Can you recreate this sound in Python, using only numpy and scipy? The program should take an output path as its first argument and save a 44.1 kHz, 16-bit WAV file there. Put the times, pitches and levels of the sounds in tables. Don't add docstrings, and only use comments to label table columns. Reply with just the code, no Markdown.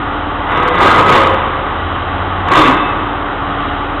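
import sys
import numpy as np
from scipy import signal
from scipy.fft import rfft, irfft
from scipy.io import wavfile
from scipy.ndimage import uniform_filter1d, map_coordinates

SR = 44100
rng = np.random.default_rng(int(sys.argv[2]) if len(sys.argv) > 2 else 0)


def dump(signal):
    limited = np.clip(np.atleast_2d(signal).T, -1, 1)
    pcm = np.round(limited * 32767).astype(np.int16)
    wavfile.write(sys.argv[1], SR, pcm)


N = 176400

# peak t/s, rise/s, level/dB, 60 dB decay/s, crunch send/dB, thud send/dB
BITES = [(.53, 0.073, -14, 3.04, -5.5, -11.5), (.75, 0.048, -11.5, 1.2, -14, -10.5),
         (0.832, .05, -3.5, 0.37, -7.5, -13), (.89, 0.081, -6.5, 0.84, -9.5, -14),
         (0.991, 0.06, -8, 0.47, -10, -8.5), (1.138, 0.11, -4, 0.88, -8, -11),
         (2.595, 0.14, -2.5, 0.73, -8.5, -17)]
# f/Hz, relative level/dB
GRIND_EQ = [(30, -19.5), (80, -19.5), (130, -4.5), (210, -12), (330, 0), (520, -7), (680, -4.5), (900, -3),
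            (1130, 3), (1300, -4.5), (1550, -8), (2000, -21.5), (4000, -41.5)]
CRUNCH_EQ = [(600, -3), (1500, 4), (2100, 5), (2500, -2.5), (3000, 0.5), (3600, -11), (4200, -12.5)]
THUD_EQ = [(60, -18), (130, 0.5), (190, 0), (260, -4.5), (380, -1.5), (520, 2.5), (640, -12), (1000, -26.5),
           (3000, -47.5)]
# f/Hz, width/Hz, relative level/dB
STEEL_MODES = [(490, 32, -6.5), (555, 29, -10), (986.3, 6.3, 1), (1102, 27, -3.5), (1242, 17, 2),
               (1432, 90, -9.5), (1585, 14, -6), (1990, 31, -6.5), (2190, 39, -17.5), (3460, 38, -18),
               (3410, 90, -20.5)]


def jaws(steel_db=-11.5):
    t = np.arange(N) / SR
    grind_power = crunch_power = thud_power = 0
    for peak, rise, db, t60, crunch_db, thud_db in BITES:
        attack = np.clip(1 + (t - peak) / rise, 0, 1)
        decay = np.exp(-np.log(1000) * np.maximum(t - peak, 0) / t60)
        force = undb(db) * attack * decay
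        grind_power += force ** 2
        crunch_power += (force * undb(crunch_db)) ** 2
        thud_power += (force * undb(thud_db)) ** 2
    grind = colour(fractures(), GRIND_EQ) + undb(steel_db) * ring(fractures(), STEEL_MODES)
    crunch = colour(fractures(), CRUNCH_EQ)
    thud = colour(fractures(), THUD_EQ)
    return np.sqrt(grind_power) * grind + np.sqrt(crunch_power) * crunch + np.sqrt(thud_power) * thud


def fractures(per_second=2500, spread_db=4):
    clicks = (rng.random(N) < per_second / SR) * rng.standard_normal(N)
    return clicks * undb(spread_db * rng.standard_normal(N))


# start t/s, length/s, first f/Hz, last f/Hz, level/dB
SQUEALS = [(0.527, 0.15, 1275, 1272, -22.5), (0.543, 0.34, 495.4, 489.3, -22.5),
           (0.792, 0.18, 1244, 1278, -11), (0.817, .24, 1408, 1411, -19), (0.784, 0.3, 2025, 2020, -24.5),
           (0.793, 0.29, 1591, 1602, -22.5), (0.961, 0.29, 1280, 1243, -12.5),
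           (1.111, 0.33, 542, 527.8, -19.5), (2.494, .23, 1148, 1144, -14.5), (2.5, .17, 1000, 1002, -19),
           (2.512, .22, 2006, 2020, -26), (2.497, .55, 2643, 2607, -32), (2.534, 0.14, 3575, 3548, -24),
           (2.543, 0.13, 318, 300.3, -12.5), (2.632, .11, 266.6, 255, -15)]


def squeals(waver=0.00549):
    t, out = np.arange(N) / SR, 0
    for start, length, first_hz, last_hz, db in SQUEALS:
        progress = np.clip((t - start) / length, 0, 1)
        glide_hz = first_hz + (last_hz - first_hz) * progress
        phase = turn(glide_hz * (1 + waver * drift(90)))
        out += np.sin(np.pi * progress) * tone(phase, db + 2.8 * drift(50))
    return out


# t/s, firing f/Hz, level/dB
EXHAUST = [(0, 96.5, -33), (.5, 93.3, -36.5), (.85, 92.9, -24.5), (1.15, 92.2, -28), (1.31, 90.5, -23),
           (1.5, 85.5, -32.5), (1.66, 86, -36), (1.85, 87.4, -22), (2.0, 89.5, -27.5), (2.3, 91.6, -21.5),
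           (2.46, 91, -23.5), (2.6, 92, -32.5), (3.0, 95.3, -34), (4, 94.2, -35)]
# t/s, f/Hz, level/dB
UPPER_HUM = [(0, 289, -26), (.4, 286.3, -32), (.8, 285, -40), (1.7, 279.8, -35.5), (2.35, 283.4, -32.5),
             (2.85, 288.2, -29), (3.3, 285.4, -30.5), (4, 284, -27)]


def excavator():
    firing_hz = curve(EXHAUST, 1) * (1 + 0.0027 * drift(12))
    exhaust = tone(turn(firing_hz), curve(EXHAUST, 2) + 0.32 * drift(21))
    upper_hz = curve(UPPER_HUM, 1) * (1 + 0.0069 * drift(30))
    upper_hum = tone(turn(upper_hz), curve(UPPER_HUM, 2) + 1.3 * drift(15))
    return exhaust + upper_hum


# multiple of the engine's rate, level/dB
NEAR_ORDERS = [(1, -30.5), (2, -34), (3, -43.5), (19, -38), (38, -42.5)]
FAR_ORDERS = [(7, -40), (8, -40), (9, -43.5), (12, -40.5)]
# f/Hz, relative level/dB
CLATTER_EQ = [(25, -23.5), (60, -2.5), (130, -6.5), (220, -8.5), (330, -2.5), (440, -7.5), (620, -7),
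              (820, -2), (950, -6), (1150, -1.5), (1400, -4.5), (1700, -12), (1920, -10), (2300, -20.5),
              (4000, -33)]
# f/Hz, width/Hz, level/dB
PANEL_MODES = [(587, 30, -40), (784, 28, -37.5), (878.6, 47, -31), (1068, 11, -32), (1155, 10, -28),
               (1249, 16, -32)]


def idling_engines(clatter_db=-19.5, throb=0.11, near_rattle_db=-11, far_rattle_db=-5.5):
    near_hum, near_rattle, firing_phase = engine(hz=37.72, orders=NEAR_ORDERS)
    far_hum, far_rattle, _ = engine(hz=15.8, orders=FAR_ORDERS)
    knocks = rng.standard_normal(N) * (1 + throb * np.cos(firing_phase))
    knocks += undb(near_rattle_db) * near_rattle + undb(far_rattle_db) * far_rattle
    clatter = colour(knocks * undb(0.5 * drift(9)), CLATTER_EQ)
    panels = ring(rng.standard_normal(N), PANEL_MODES)
    return near_hum + far_hum + undb(clatter_db) * clatter + panels


def engine(hz, orders):
    phase = turn(hz * (1 + 0.002005 * drift(5)))
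    hum = sum(tone(k * phase + 2 * np.pi * rng.random(), db + drift(4.2)) for k, db in orders)
    loop = rng.standard_normal(N)[:int(SR / hz)]
    position = phase / (2 * np.pi) * len(loop)
    rattle = map_coordinates(loop, [position], order=1, mode="grid-wrap")
    return hum, unit(rattle), phase


# f/Hz, relative level/dB
SPRAY_EQ = [(500, -11), (1500, -8), (2200, -12), (2550, -9.5), (2800, -5.5), (3150, -4), (3600, -16),
            (4200, -6.5)]
# t/s, relative level/dB
JET_SWEEP = [(0, 0.5), (1.6, 2.5), (3.35, 0.5), (3.65, 4.5), (3.9, -.5), (4, 1)]


def hose(level_db=-24):
    hiss = colour(rng.standard_normal(N), SPRAY_EQ)
    return hiss * undb(level_db + curve(JET_SWEEP, 1) + 0.5 * drift(6.4))


def building_echo(x, t60=1.65, build_s=0.05, wet_db=-9):
    t = np.arange(N) / SR
    tail = rng.standard_normal(N) * np.exp(-np.log(1000) * t / t60) * np.minimum(t / build_s, 1)
    tail /= np.sqrt(np.sum(tail ** 2))
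    return x + undb(wet_db) * signal.fftconvolve(x, tail)[:N]


def undb(db):
    return 10 ** (np.asarray(db) / 20)


def unit(x):
    return x / np.sqrt(np.mean(x ** 2))


def curve(table, column):
    rows = np.array(table)
    return np.interp(np.arange(N) / SR, rows[:, 0], rows[:, column])


def drift(per_second):
    hold = max(int(SR / per_second), 1)
    steps = np.repeat(rng.standard_normal(N // hold + 1), hold)
    return 1.234 * uniform_filter1d(uniform_filter1d(steps, hold), hold)[:N]


def equalise(x, points):
    hz, db = np.array(points).T
    f = np.maximum(np.fft.rfftfreq(2 * N, 1 / SR), 1)
    gain = undb(np.interp(np.log(f), np.log(hz), db))
    return irfft(rfft(x, 2 * N) * gain)[:N]


def colour(x, points):
    return unit(equalise(x, points))


def ring(x, modes):
    f = np.maximum(np.fft.rfftfreq(N, 1 / SR), 1)
    drive, out = rfft(x), 0
    for hz, width, db in modes:
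        detuning = hz / width * (f / hz - hz / f)
        out += undb(db) * unit(irfft(drive / (1 + 1j * detuning), N))
    return out


def turn(hz):
    return 2 * np.pi * (np.cumsum(hz) / SR + rng.random())


def tone(phase, db):
    return np.sqrt(2) * undb(db) * np.sin(phase)


def saturate(x, ceiling, hardness=19):
    return x / (1 + np.abs(x / ceiling) ** hardness) ** (1 / hardness)


def scene():
    bed = idling_engines() + excavator() + hose()
    return (building_echo(jaws() + squeals()) + bed)[None]


# f/Hz, level/dB
OUTPUT_EQ = [(3000, 0), (3900, 2.5), (4600, -5.5), (5600, -6), (6900, 0), (8500, -2), (12000, -2),
             (15500, -1)]


def record(dry):
    band_hz, top_hz = 3752, 15800
    narrow_band = signal.cheby1(10, 0.2, band_hz, fs=SR, output="sos")
    top_cut = signal.ellip(8, 0.2, 70, top_hz, fs=SR, output="sos")
    overloaded = saturate(dry[0], ceiling=1.15)
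    dulled = signal.sosfilt(narrow_band, overloaded)
    flattened = saturate(dulled, ceiling=0.74)
    return signal.sosfilt(top_cut, equalise(flattened, OUTPUT_EQ))[None]


dry = scene()
out = record(dry)
dump(out)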